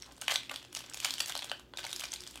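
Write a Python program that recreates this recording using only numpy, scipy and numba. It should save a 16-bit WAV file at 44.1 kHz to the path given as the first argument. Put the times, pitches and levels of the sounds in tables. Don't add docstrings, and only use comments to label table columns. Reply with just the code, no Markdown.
import sys
import numpy as np
from scipy import signal
from scipy.fft import rfft, irfft
from scipy.io import wavfile
from numba import njit

SR = 44100
rng = np.random.default_rng(int(sys.argv[2]) if len(sys.argv) > 2 else 0)


def makeup_ratio(level_db):
    decades = np.asarray(level_db, float) / 20
    return 10 ** decades


def store_pcm(level_fs):
    pcm = np.round(np.clip(level_fs, -1, 1) * 32767).astype(np.int16)
    wavfile.write(sys.argv[1], SR, np.atleast_2d(pcm).T)


N = 105840

TICK = dict(hz=7680, spread=0.47, cycles=18.9)
SHEEN = dict(hz=13420, spread=0.047, cycles=8.8)


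def air():
    # f/Hz, level/dB per Hz
    air_spectrum = [(25, -24), (50, 1.5), (130, -1), (300, 1), (600, -7.5), (1500, -14), (4000, -42),
                    (15000, -29)]
    # f/Hz, rms level/dB
    hum_lines = [(59.2, -71), (118.4, -72), (269.2, -71), (306.8, -74.5), (360.7, -73.5), (468.3, -81)]
    air_db, wobble_db, wobble_points = -63, 5.5, 55
    t = np.arange(N) / SR
    f = np.fft.rfftfreq(N, 1 / SR) + 1
    hz, db = np.array(air_spectrum).T
    spectrum = rfft(rng.standard_normal(N)) * makeup_ratio(np.interp(np.log(f), np.log(hz), db))
    noise = irfft(spectrum, N)
    out = noise * makeup_ratio(air_db) / noise.std()
    for hz, db in hum_lines:
        moments = np.linspace(0, N / SR, num=wobble_points)
        wobble = np.interp(t, moments, rng.standard_normal(wobble_points))
        tone = np.sin(2 * np.pi * (hz * t + rng.random()))
        out = out + np.sqrt(2) * makeup_ratio(db + wobble_db * wobble) * tone
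    return out


def band(x, hz, octaves):
    edges = np.clip(hz * 2 ** (np.array([-.5, .5]) * octaves), 20, .45 * SR)
    return signal.sosfilt(signal.butter(2, edges, "band", fs=SR, output="sos"), x)


def space(x):
    # f/Hz, width/octaves, tail level/dB, t60/s
    room_bands = [(614, 0.42, 5.5, 0.19), (1290, 1, 6, 0.21), (2200, 1, 0, 0.37), (3550, 0.8, 4.5, 0.24),
                  (5500, 0.74, 2.5, 0.2), (8040, 0.23, 1.5, 0.23), (13100, 0.75, 9.5, 0.17)]
    room_db, rise_s = -9, .004
    t = np.arange(SR // 2) / SR
    tail = np.zeros(len(t))
    for hz, octaves, db, t60 in room_bands:
        tail += makeup_ratio(db - 60 * t / t60) * band(rng.standard_normal(len(t)), hz, octaves)
    tail = tail * (1 - np.exp(-t / rise_s)) * makeup_ratio(room_db) / np.sqrt(.02 * SR)
    return x + signal.fftconvolve(x, tail)[:N]


@njit
def ring(n, start, hz, t60, size):
    out = np.zeros(n)
    for k in range(len(start)):
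        turn = np.exp((2j * np.pi * hz[k] - np.log(1000.) / t60[k]) / SR)
        first = int(start[k])
        phasor = (size[k] + 0j) * turn ** (first + 1 - start[k])
        for j in range(max(first + 1, 0), min(n, first + int(t60[k] * SR))):
            out[j] += phasor.imag
            phasor *= turn
    return out


def patches(s, db, hz, spread, cycles, count, loose=0, drag=1):
    travel_s, snap_s = 0.0007, 0.001128
    fade_db, off_pitch_db = 2.2, 9
    low_side = .4
    pitch, size, wait = np.moveaxis(rng.standard_normal((len(s), count, 3)), 2, 0)
    order = np.arange(count)
    after = order > 0
    late = np.abs(wait) * after
    fan = (-1) ** order * order / count
    fan = np.where(fan < 0, low_side * fan, fan)
    centre = np.reshape(hz, (-1, 1))
    detune = 2 * fan + .35 * pitch * np.maximum(after, loose)
    f = np.clip(centre * np.exp(spread * detune), 500, .45 * SR)
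    share = np.where(after, np.sign(size) * (0.55 + 0.2 * np.abs(size)), 1 - .4 * loose)
    level = np.reshape(db, (-1, 1)) - fade_db * late - off_pitch_db * np.abs(fan)
    gain = makeup_ratio(level) * share
    start = (s[:, None] + travel_s + snap_s * drag * late) * SR
    t60 = cycles / np.maximum(f, centre)
    return ring(N, start.ravel(), f.ravel(), t60.ravel(), gain.ravel())


def crackle():
    # t/s, crackle level/dB
    finger_pull = [(0, -40.5), (.2, -49), (.23, -35), (.4, -37.5), (.49, -43.5), (.55, -36), (.7, -50.5),
                   (.76, -34.5), (.9, -43), (1.0, -33.5), (1.3, -33), (1.47, -36.5), (1.6, -50.5),
                   (1.73, -60), (1.78, -37), (2.05, -33), (2.18, -39.5), (2.4, -42)]
    crackle_db, crackle_hz, scatter_db, sheen_db = -11.5, 4800, 4, -16.5
    when, luck = rng.random((2200, 2)).T
    s = when * N / SR
    octaves = 0.48 * rng.standard_normal(len(when))
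    pull_db = np.interp(s, *np.array(finger_pull).T)
    size_db = pull_db + crackle_db - scatter_db * np.log(luck + 0.044)
    film = patches(s, size_db, crackle_hz * 2 ** octaves, spread=0.56, cycles=10.4, count=4)
    sheen = patches(s, size_db + sheen_db, **SHEEN, count=2, loose=0.56)
    return film + sheen


def flurries():
    # t/s, length/s, level/dB, centre f/Hz
    crease_runs = [(0.293, 0.0068, -32.5, 2200), (.304, 0.019, -22.5, 4020), (.323, 0.042, -27.5, 4130),
                   (0.346, 0.0051, -56, 2000), (0.743, 0.0095, -44, 5970), (0.761, 0.007, -35, 5000),
                   (1.027, .012, -35.5, 4400), (1.0449, .005, -21, 4800), (1.055, 0.043, -33, 4200),
                   (1.2024, 0.0045, -22, 4800), (1.272, 0.034, -34, 6230), (1.406, 0.036, -46, 3160),
                   (1.784, 0.011, -33, 3500), (1.83, 0.021, -38.5, 3200), (2.05, 0.008, -43, 5200),
                   (2.129, 0.012, -33, 5100), (.07, 0.052, -50.5, 1130), (1.27, .014, -37, 14500),
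                   (1.293, .013, -40.5, 1570), (.508, 0.011, -39.5, 1290)]
    tick_db, sheen_db = -10, -10
    s, length, db, hz = np.array(crease_runs, float).T[:, :, None]
    when, luck, pitch = rng.random((3, len(s), 12))
    at = (s + (np.arange(12) + when) / 12 * length).ravel()
    size_db = (db - 1.65 * np.log(luck + 0.13) + 2.5).ravel()
    ring_hz = (hz * np.exp(.7 * (pitch - .5))).ravel()
    film = patches(at, size_db, ring_hz, spread=0.3, cycles=5.4, count=4)
    tick = patches(at, size_db + tick_db, **TICK, count=4, loose=1)
    sheen = patches(at, size_db + sheen_db, **SHEEN, count=2, loose=0.76)
    return film + tick + sheen


def snaps():
    # t/s, peak level/dB, ring f/Hz, thud level/dB, tick level/dB (thud and tick relative to the peak)
    crease_snaps = [(0.022, -28.5, 5600, -29, -17.5), (0.121, -46, 5630, -30, -3),
                    (0.179, -49.5, 3800, 18, -1.5), (0.213, -24, 9000, -34, -11.5),
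                    (0.218, -25.5, 2950, -20, -11), (0.28, -10, 2980, -13, -20.5),
                    (0.311, -17.5, 3060, -4, -25.5), (0.34, -25, 4900, -17, -9), (0.349, -39, 3320, -22, -9),
                    (0.3574, -10.5, 3920, -51, -25), (0.432, -32.5, 3020, -30, -17),
                    (0.495, -23.5, 2790, -6.5, -27.5), (0.513, -22.5, 3070, -3, -17.5),
                    (0.54, -33, 3400, 8, -7), (0.559, -24, 3460, -16, -13), (0.627, -38.5, 3450, 3.5, -15),
                    (0.727, -36, 2920, -9, -9), (0.749, -29.5, 3000, -27, -2), (0.77, -20.5, 5580, -8, -29),
                    (0.79, -43.5, 3560, -38, 4), (0.84, -33.5, 3430, 3, -25), (0.897, -42, 4400, -17, 2.5),
                    (0.935, -28.5, 5500, -43, -13.5),
                    (0.943, -26.5, 3110, -36, -8.5), (0.972, -29, 3430, -26, -10),
                  (1.001, -27.5, 2970, -18, -5.5), (1.046, -26.5, 2940, 9, -2.5),
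                  (1.055, -21.5, 3130, 5, -12), (1.106, -15, 4300, -42, -16),
                  (1.1378, -19, 4550, -35, -14.5), (1.1812, -24.5, 3180, -27, -13),
                  (1.1935, -30, 4400, -29, -9), (1.203, -19.5, 3440, -25, -17),
                  (1.2195, -33, 4800, -20, -6), (1.259, -30.5, 6400, -35, -5), (1.295, -26, 3630, -4, -7.5),
                  (1.321, -24.5, 3400, -29, -14), (1.352, -20.5, 4120, 0.5, -14),
                  (1.364, -21, 4350, -4, -25), (1.375, -26.5, 4200, -31, -7.5),
                  (1.391, -20, 4040, -28, -25), (1.427, -25.5, 3550, -5, -41),
                  (1.443, -33, 3430, 6.5, -2.5), (1.496, -24, 4020, -8, -22.5),
                  (1.515, -18, 3050, 4.5, -22.5), (1.595, -41, 3830, 9, -6.5),
                    (1.736, -33, 3400, 9.5, -35), (1.772, -22, 3820, -8, -17), (1.841, -20, 4040, -10.5, -28),
                 (1.85, -25.5, 4370, -21, -19), (1.865, -27, 2160, -32, -10.5), (1.905, -40, 3400, -10, -2),
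                 (1.914, -30.5, 4860, -29, -12), (1.9283, -22.5, 3820, -43, -9),
                 (1.945, -46, 3600, -36, -12), (1.9613, -26.5, 5400, -51, -6),
                 (1.995, -27.5, 3660, -48, -7), (2.004, -35, 2840, -33, 0), (2.0395, -23.5, 3510, -23, -15),
                 (2.054, -25, 5600, -46, -34), (2.1187, -21.5, 6330, -48, -32),
                 (2.1364, -16, 6760, -41, -28.5), (2.2051, -28.5, 5250, -46, -15),
                 (2.236, -34.5, 3600, -20, -10.5), (2.274, -28.5, 5030, -40, -12),
                 (2.309, -41, 5800, -30, -4), (2.356, -32, 3360, 1, -9.5), (2.374, -33, 3100, 1, -15),
                    (0.0616, -41.5, 4070, 2, -11), (.165, -52, 7500, -30, -4),
                      (.235, -37, 2960, -12, -24), (0.3062, -36, 3160, -10, -22),
                      (0.3197, -24, 1930, 12.5, -13), (0.332, -36, 3640, -26, -4),
                      (.3555, -20.5, 2030, -14, -30), (.648, -39.5, 2860, 5, -12.5),
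                      (.805, -34.5, 2980, 1, -9), (.819, -39, 4500, -20, -17),
                      (0.8616, -34.5, 6000, -30, -24), (.912, -38.5, 1640, -22, -35),
                      (1.064, -28, 10500, -27, -12), (1.079, -37, 3300, -8, -23),
                      (1.087, -32, 3220, -2, -18), (1.096, -32, 3350, -24, -19), (1.23, -33, 3420, -4, -20),
                      (1.281, -26, 14000, -30, -11), (1.289, -43, 2200, 13, -7), (1.422, -28, 3340, 8, -16),
                      (1.874, -43, 6000, -30, -5), (1.893, -32.5, 3700, 2, -14),
                      (2.009, -28, 3260, -7, -16), (2.0365, -24.5, 2410, -4.5, -15),
                      (2.104, -50, 7000, -30, -8), (2.16, -27, 4030, -20, -29),
                      (2.219, -33, 7700, -30, -15), (2.266, -31, 3360, -4, -19),
                      (2.342, -43, 3270, -14, -10), (.4935, -32, 3020, -14, -12.5),
                      (.7655, -30.5, 2770, 4, -11), (.221, -37, 1480, 10.5, -27),
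                      (1.845, -30, 905, -18, -30), (1.7915, -28, 3470, 2, -23)]
    ring_db, thud_db, tick_db, sheen_db = -5, 1, 9.5, -9.5
    tick_drag = 1.6
    creases = crease_snaps
    s, db, hz, thud, tick = np.array(creases, float).T
    film = patches(s, db + ring_db, hz, spread=0.31, cycles=30.2, count=6)
    bar = patches(s, db + thud + thud_db, hz=994, spread=0.95, cycles=1.45, count=3)
    bright = patches(s, db + tick + tick_db, **TICK, count=12, loose=1, drag=tick_drag)
    sheen = patches(s, db + tick + sheen_db, **SHEEN, count=5, loose=1, drag=tick_drag)
    return film + bar + bright + sheen


def scene():
    film = snaps() + flurries() + crackle()
    film = signal.sosfilt(signal.butter(6, 551, "high", fs=SR, output="sos"), film)
    film = signal.sosfilt(signal.butter(2, 14000, fs=SR, output="sos"), film)
    film = film + makeup_ratio(-15.5) * band(film, hz=3350, octaves=0.31)
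    return (space(film) + air())[None]


def roll_off(x):
    return signal.sosfilt(signal.butter(12, 16650, fs=SR, output="sos"), x)


def record(dry):
    top = signal.ellip(8, .3, 50, 15900, fs=SR, output="sos")
    mix = signal.sosfilt(top, dry)
    return roll_off(mix)


dry = scene()
out = record(dry)
store_pcm(out)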